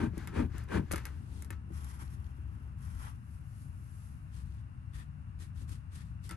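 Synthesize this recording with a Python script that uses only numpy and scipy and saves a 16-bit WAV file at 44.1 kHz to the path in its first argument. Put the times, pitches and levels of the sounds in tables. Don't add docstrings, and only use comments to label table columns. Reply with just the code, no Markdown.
import sys
import numpy as np
from scipy import signal
from scipy.fft import rfft, irfft
from scipy.io import wavfile
from scipy.ndimage import map_coordinates

SR = 44100
rng = np.random.default_rng(int(sys.argv[2]) if len(sys.argv) > 2 else 0)


def materialize(psi):
    bounded = np.clip(np.atleast_2d(psi).T, -1, 1)
    quanta = np.round(bounded * 32767).astype(np.int16)
    wavfile.write(sys.argv[1], SR, quanta)


N = 280514

# frequency in Hz, likeness from -1 to 1.
NEAR = [(250, 1), (700, 0.85), (1600, 0.85), (3500, 0.73), (8500, 0.12), (10000, 1), (13000, 1)]
DIFFUSE = [(120, 0.91), (260, 0.76), (430, -0.31), (620, 1), (800, 0.18), (1100, -0.84), (2000, 0.24),
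           (3000, -0.12), (8500, 0.26), (10000, 0.98), (13000, 1)]
# frequency in Hz, relative dB.
AIRY_HISS = [(200, 5.5), (600, -1), (1000, 0), (1600, 2.5), (2400, -5), (3300, -11), (7000, -17.5),
             (13000, -31.5)]
CRISP_RUSTLE = [(800, -22), (2000, 2), (3000, -2), (4000, -2), (5600, 1), (7500, 0.5), (11000, 2),
                (12000, -9.5), (13000, -22)]
SOFT_RUSTLE = [(300, 12.5), (650, -4.5), (1100, 5), (2200, 1), (4000, 0.5), (6500, -2.5), (9000, -1.5),
               (11000, -7.5), (13000, -23)]


def from_db(db):
    return 10 ** (np.asarray(db) / 20)


def rms_one(x):
    return x / np.sqrt(np.mean(x ** 2) + 1e-20)


def in_time(rows):
    s, *columns = np.transpose(rows)
    return [np.interp(np.arange(N) / SR, s, c) for c in columns]


def per_bin(points):
    hz, value = np.transpose(points)
    return np.interp(np.log(np.arange(N // 2 + 1) * SR / N + 1), np.log(hz), value)


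def white():
    return rng.standard_normal((2, N))


def colour(pair, spectrum, likeness):
    mid, side = rfft(pair) * from_db(per_bin(spectrum))
    alike = np.clip(per_bin(likeness), -.995, .995)
    return rms_one(irfft(np.sqrt(1 + alike) * mid + np.sqrt(1 - alike) * side * [[1], [-1]], N))


def resonate(x, resonances):
    return x + sum((from_db(db) - 1) * signal.lfilter(*signal.iirpeak(hz, hz / width, fs=SR), x)
                   for hz, width, db in resonances)


def drift(rate):
    knots = rng.standard_normal(8192)
    return rms_one(map_coordinates(knots, [np.arange(N) / SR * rate], order=1, mode="wrap"))


def swell(s, half_s):
    return np.exp(-.5 * ((np.arange(N) / SR - s) / half_s) ** 2)


def held(start_s, end_s, attack_s, release_s):
    t = np.arange(N) / SR
    return np.exp(-(np.maximum(start_s - t, 0) / attack_s) ** 2 - np.maximum(t - end_s, 0) / release_s)


def strikes(times, levels_db):
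    clicks = np.zeros(N)
    clicks[np.clip(np.round(np.asarray(times) * SR).astype(int), 0, N - 1)] = from_db(levels_db)
    return clicks


def fade(clicks, t60):
    return signal.lfilter([1], [1, -from_db(-60 / (t60 * SR))], clicks + 1e-18)


def ring(times, levels_db, modes, spread_db):
    out = np.zeros((2, N))
    for hz, mode_db, t60 in modes:
        r, w = from_db(-60 / (t60 * SR)), 2 * np.pi * hz / SR
        scatter_db = spread_db * rng.standard_normal((len(times), 2))
        clicks = np.array([strikes(times, levels_db + mode_db + db) for db in scatter_db.T])
        polarity = rng.choice([-1, 1])
        out += polarity * signal.lfilter([0, np.sin(w)], [1, -2 * r * np.cos(w), r * r], clicks + 1e-18)
    return out


def bellows():
    # peak in seconds, half length in seconds, air in dB, flame in dB.
    squeezes = [(0.013, 0.039, -41.5, -32), (0.388, 0.035, -40.5, -29), (0.753, 0.03, -37.5, -30.5)]
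    # peak in seconds, half length in seconds, level in dB.
    intakes = [(0.213, 0.048, -53.5), (0.582, 0.045, -53.5), (0.994, 0.11, -58)]
    # centre in Hz, width in Hz, boost in dB.
    nozzle = [(400, 58, -1.5), (937, 120, 4.5), (1543, 80, 5.5), (2410, 100, 5.5)]
    # frequency in Hz, relative dB.
    jet_spectrum = [(150, -23.5), (400, 14), (640, 1.5), (780, 1), (1000, 2), (1400, 0.5), (1700, 1),
                    (2100, -5.5), (3000, -10.5), (5000, -21), (8000, -24), (11000, -27.5), (13000, -65)]
    flare_spectrum = [(30, -28), (70, 3), (130, -4.5), (240, -0.5), (340, -5), (430, -14), (560, -20),
                      (1000, -30), (3000, -76)]
    whump_spectrum = [(30, -22), (80, 15), (200, -1.5), (350, -12), (800, -56)]
    flow = sum(from_db(db) * swell(s, half) for s, half, db, _ in squeezes)
    flare = sum(from_db(db) * swell(s + .022, half_s=.031) for s, _, _, db in squeezes)
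    whump = sum(from_db(db - 5.5) * swell(s + .057, half_s=.037) for s, _, _, db in squeezes)
    refill = sum(from_db(db) * swell(s, half) for s, half, db in intakes)
    turbulence = from_db(1.1 * drift(150))
    jet = flow * turbulence * colour(resonate(white(), nozzle), jet_spectrum, NEAR)
    fire = flare * colour(white(), flare_spectrum, NEAR) + whump * colour(white(), whump_spectrum, NEAR)
    return jet + fire + refill * colour(white(), AIRY_HISS, NEAR)


def open_flame():
    hold_s, fall_db_per_s = 1.54, 6.5
    spectrum = [(60, 1), (170, 4.5), (260, -1), (380, -10), (520, -17), (900, -19.5), (3000, -76)]
    level_db = -54 - fall_db_per_s * np.maximum(np.arange(N) / SR - hold_s, 0)
    return from_db(level_db + 2.6 * drift(12)) * colour(white(), spectrum, NEAR)


def engine(hz, db, waver_hz, waver_db):
    gain = from_db(db + waver_db * drift(7.3))
    return gain * np.sin(2 * np.pi * np.cumsum(hz + waver_hz * drift(11)) / SR)


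def far_traffic():
    # time in seconds, relative level in dB.
    road_levels = [(1.1, -43), (1.95, -42), (3.66, -43.5), (6.36, -43.5)]
    # frequency in Hz, relative dB.
    road_spectrum = [(20, -19), (35, -45.5), (50, -1.5), (62, -3.5), (90, 1), (130, -4.5), (180, -14),
                     (250, -21), (350, -34.5), (480, -57), (1000, -86)]
    # time in seconds, firing rate in Hz, level in dB.
    drone_curve = [(0, 72.05, -46), (1.6, 71.23, -42.5), (2.9, 68.43, -46), (3.5, 65, -55.5),
                   (4.6, 66.16, -49), (6.36, 68.2, -51)]
    climb_start_s, fade_in_s, climb_hz, climb_hz_per_s = 3.2, .84, 114.9, 17.7
    road_db, = in_time(road_levels)
    rumble = from_db(road_db - 2.22 + 1.34 * drift(6)) * colour(white(), road_spectrum, DIFFUSE)
    drone = engine(*in_time(drone_curve), waver_hz=1.58, waver_db=1)
    since_s = np.arange(N) / SR - climb_start_s
    climb = engine(climb_hz + climb_hz_per_s * np.maximum(since_s, 0), db=-57, waver_hz=1.51, waver_db=3)
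    return rumble + drone + np.clip(1 + since_s / fade_in_s, 0, 1) * climb


def open_air():
    # frequency in Hz, relative dB.
    spectrum = [(200, 4), (480, -6.5), (620, 3), (800, 1), (1100, 6.5), (1450, 5), (2000, -4.5),
                (2450, -6.5), (2780, -1.5), (3150, -17), (7000, -23), (10500, -21.5), (13000, -72)]
    return from_db(-66.5) * colour(white(), spectrum, DIFFUSE)


def knocks():
    # start in seconds, relative level in dB.
    thuds = [(0.137, -47), (0.174, -38), (0.282, -50.5), (0.546, -46.5), (0.935, -34.5), (1.506, -48.5),
             (1.706, -47), (2.021, -53.5), (2.386, -59), (5.618, -57), (6.317, -49)]
    slaps = [(0.9136, -34), (0.9365, -31), (0.94, -48), (0.9442, -33.5), (1.509, -58)]
    # frequency in Hz, relative dB, seconds to fall 60 dB.
    modes = [(171, 3.5, 0.069), (252, -2, 0.062), (333, -1, 0.11), (400, -7.5, 0.065), (534, -6.5, 0.037)]
    board_spectrum = [(150, -15), (330, 3), (560, 7), (900, -12), (1300, 4.5), (1750, -27),
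                      (2500, -8), (3500, -35), (8000, -47)]
    slap = fade(strikes(*np.transpose(slaps)), t60=.027) * colour(white(), board_spectrum, NEAR)
    return slap + from_db(1.5) * ring(*np.transpose(thuds), modes, spread_db=0)


def metal(hits, modes, crack_db, wash_db, ring_db):
    s, tick_db, blow_db = np.transpose(hits)
    ticks = strikes(s, tick_db + crack_db)
    spectrum = [(700, -35), (2000, -11), (4000, -1.5), (7000, 4), (10000, 1.5), (13000, -1.5)]
    tick_and_sizzle = fade(ticks, t60=.013) + from_db(-18.5) * fade(ticks, t60=.1)
    crack = tick_and_sizzle * colour(white(), spectrum, NEAR)
    wash = fade(strikes(s, blow_db + wash_db), t60=.16) * colour(white(), AIRY_HISS, NEAR)
    return crack + wash + ring(s, blow_db + ring_db, modes, spread_db=2.5)


def tin_can():
    # start in seconds, tick and ring in relative dB.
    clinks = [(0.179, -40, -56), (0.2735, -36.5, -42), (0.5817, -40.5, -67), (0.6376, -50, -73),
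              (0.6865, -64, -51.5), (0.9106, -55, -43.5), (0.9173, -26, -39.5), (0.925, -27, -46),
              (0.9343, -41, -46), (0.9592, -32, -40), (0.9794, -40, -46), (1.054, -32, -43.5),
              (1.0674, -46, -53), (1.4228, -37, -54.5), (1.4468, -43, -62), (1.505, -35.5, -45.5),
              (1.5274, -61, -55), (1.845, -39.5, -67.5), (2.0118, -59, -64.5), (5.6935, -47, -64)]
    # frequency in Hz, relative dB, seconds to fall 60 dB.
    modes = [(546, -13, 0.13), (760, -23, .06), (880, -11, 0.06), (1140, -21, 0.015), (1305, -13, 0.33),
             (1480, -24, 0.21), (1596, -6.5, 0.078), (1770, -1.5, 0.033), (1950, -5.5, 0.041),
             (2140, -4, 0.049), (2270, -15, 0.051), (2536, -9.5, 0.039), (3440, -19.5, 0.081),
             (3850, -21, .07), (5970, -15, 0.024), (9700, -13.5, 0.032)]
    return metal(clinks, modes, crack_db=-10, wash_db=-6.5, ring_db=-2)


def soft_hiss():
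    # peak in seconds, half length in seconds, level in dB.
    swells = [(1.16, 0.14, -72), (1.384, 0.054, -64.5)]
    gain = sum(from_db(db) * swell(s, half) for s, half, db in swells)
    return gain * colour(white(), SOFT_RUSTLE, DIFFUSE)


def strokes(rows, release_s):
    power = sum(np.outer(from_db([rustle_db, rub_db]), held(s, s + hold_s, attack_s, release_s)) ** 2
                for s, hold_s, attack_s, rustle_db, rub_db in rows)
    return 20 * np.log10(np.sqrt(power) + 1e-5)


def grains(per_s, size_db):
    born = rng.random((2, N)) < per_s / SR
    sizes = from_db(size_db * np.minimum(rng.exponential(1, (2, N)), 4))
    return rms_one(born * sizes * rng.choice([-1, 1], (2, N)))


def flakes(level_db):
    per_s = 5000 * from_db(.5 * (level_db - level_db.max()))
    crackle = grains(per_s, size_db=3.5) / np.sqrt(per_s / per_s.mean())
    return (crackle + .86 * white()) * from_db(1.76 * drift(70))


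def scooping():
    # time of full force, hold and attack in seconds, rustle and rub in relative dB.
    digs = [(1.77, .18, 0.05, -67, -62), (2.015, 0.009, 0.036, -64, -57), (2.06, 0.076, .03, -72, -70),
            (2.21, .1, 0.081, -80, -70.5), (2.4, 0.29, 0.1, -84, -73), (2.84, .16, 0.046, -70, -65.5),
            (3.04, 0.042, 0.049, -63, -54.5)]
    # centre in Hz, width in Hz, boost in dB.
    bucket = [(1110, 500, 14), (1630, 39, 1.2), (1900, 130, 7.1), (2320, 100, 5.1), (3170, 280, 3.6),
              (5400, 760, 3.2)]
    # frequency in Hz, relative dB.
    rub_spectrum = [(250, 4), (550, -5.5), (1000, -0.5), (1500, 1), (2300, -7.5), (3200, -6), (6000, -36)]
    crisp_db, rub_db = strokes(digs, release_s=.03) + 1.5
    crisp = colour(resonate(flakes(crisp_db), bucket), CRISP_RUSTLE, DIFFUSE)
    rub = colour(resonate(grains(per_s=3000, size_db=3.5), bucket), rub_spectrum, DIFFUSE)
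    return from_db(crisp_db) * crisp + from_db(rub_db) * rub


def snaps():
    # start in seconds, level in dB.
    breaks = [(2.078, -63), (2.243, -65), (2.256, -71), (2.266, -67), (4.523, -68), (4.584, -68)]
    spectrum = [(1200, -20), (3500, 8), (7000, -1), (12000, -26)]
    return fade(strikes(*np.transpose(breaks)), t60=.017) * colour(white(), spectrum, DIFFUSE)


def spilling():
    # time in seconds, relative level in dB.
    trickle = [(3.15, -88), (3.338, -75), (3.414, -80.5), (3.636, -70.5), (3.702, -79), (4.052, -70.5),
               (4.28, -85.5)]
    flow_db, = in_time(trickle)
    falling = held(trickle[0][0], trickle[-1][0], attack_s=.044, release_s=.044)
    patter = grains(per_s=2700, size_db=1) + .9 * white()
    return falling * from_db(flow_db - 1) * colour(patter, CRISP_RUSTLE, DIFFUSE)


def packing():
    # time of full force, hold and attack in seconds, rustle and scrape in relative dB.
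    presses = [(4.36, .055, 0.055, -71.5, -74), (4.46, .14, 0.062, -79.5, -80),
               (4.955, 0.062, .022, -68, -57), (5.41, .035, .018, -66.5, -65), (5.6, 0.023, .04, -68, -83),
               (5.695, .048, 0.014, -63.5, -70), (5.945, 0.078, 0.023, -66.5, -63),
               (6.08, .025, .03, -83, -79), (6.265, 0.011, 0.026, -64, -72)]
    # centre in Hz, width in Hz, boost in dB.
    mouth = [(1250, 120, 5), (1840, 100, 12), (2520, 150, 7), (3470, 240, 11), (4750, 150, 6)]
    scrape_spectrum = [(400, -18), (1100, 5), (2000, 1), (3600, -10), (7000, -18), (12000, -25)]
    rustle_db, scrape_db = strokes(presses, release_s=.02)
    rustle = colour(flakes(rustle_db), SOFT_RUSTLE, DIFFUSE)
    scrape = colour(resonate(flakes(scrape_db), mouth), scrape_spectrum, DIFFUSE)
    return from_db(rustle_db + 5.5) * rustle + from_db(scrape_db - 4.5) * scrape


def lid():
    # start in seconds, tick and ring in relative dB.
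    bounces = [(6.2925, -37, -45.5), (6.2995, -60, -56), (6.3098, -39, -43), (6.3125, -67, -54),
               (6.3195, -50, -54)]
    # frequency in Hz, relative dB, seconds to fall 60 dB.
    modes = [(340, -22, 0.12), (920, -4, 0.088), (1326, -3, 0.23), (1477, -7, 0.29), (1730, -17, .07),
             (1950, -8, 0.047), (1990, -1, 0.062), (2125, -5, 0.068), (2900, -24, .06), (3530, -8, 0.053),
             (4600, -9, 0.068), (5440, 3, 0.016), (8700, -10, .04)]
    return metal(bounces, modes, crack_db=-10.5, wash_db=-9, ring_db=-5)


def scene():
    smoker = tin_can() + lid() + bellows() + open_flame() + knocks() + soft_hiss()
    shavings = scooping() + spilling() + packing()
    return smoker + shavings + far_traffic() + open_air() + snaps()


def record(dry):
    # frequency in Hz, left minus right in dB.
    balance = [(60, 6.3), (380, 5), (530, 7), (850, 1.5), (1300, 2), (2100, 4.5), (3400, 7), (5500, 7.5),
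               (7200, 2), (8500, -2.5), (10000, .5), (13000, .5)]
    # frequency in Hz, lead of the left in radians.
    phase = [(30, .2), (200, .45), (340, .8), (430, 1.5), (530, 3.4), (740, 4.1), (900, 5.4), (1800, 6.0),
             (3100, 7.5), (4500, 7), (5400, 4), (6300, 6.7), (7300, 6.1), (8200, 8.7), (9000, 4.3),
             (10200, 3.1), (11000, 1.8), (11900, 0), (13000, -2.5)]
    cutoff_hz = 13300
    left_response = from_db(per_bin(balance) / 2) * np.exp(.5j * per_bin(phase))
    edge_fade = np.minimum(1, np.minimum(np.arange(N), np.arange(N)[::-1]) / 100)
    ports = irfft(rfft(dry * edge_fade) * np.array([left_response, 1 / left_response]), N)
    ports = resonate(ports, [(10600, 1200, 13.5)])
    return signal.sosfilt(signal.cheby2(12, 50, cutoff_hz, fs=SR, output="sos"), ports)


dry = scene()
out = record(dry)
materialize(out)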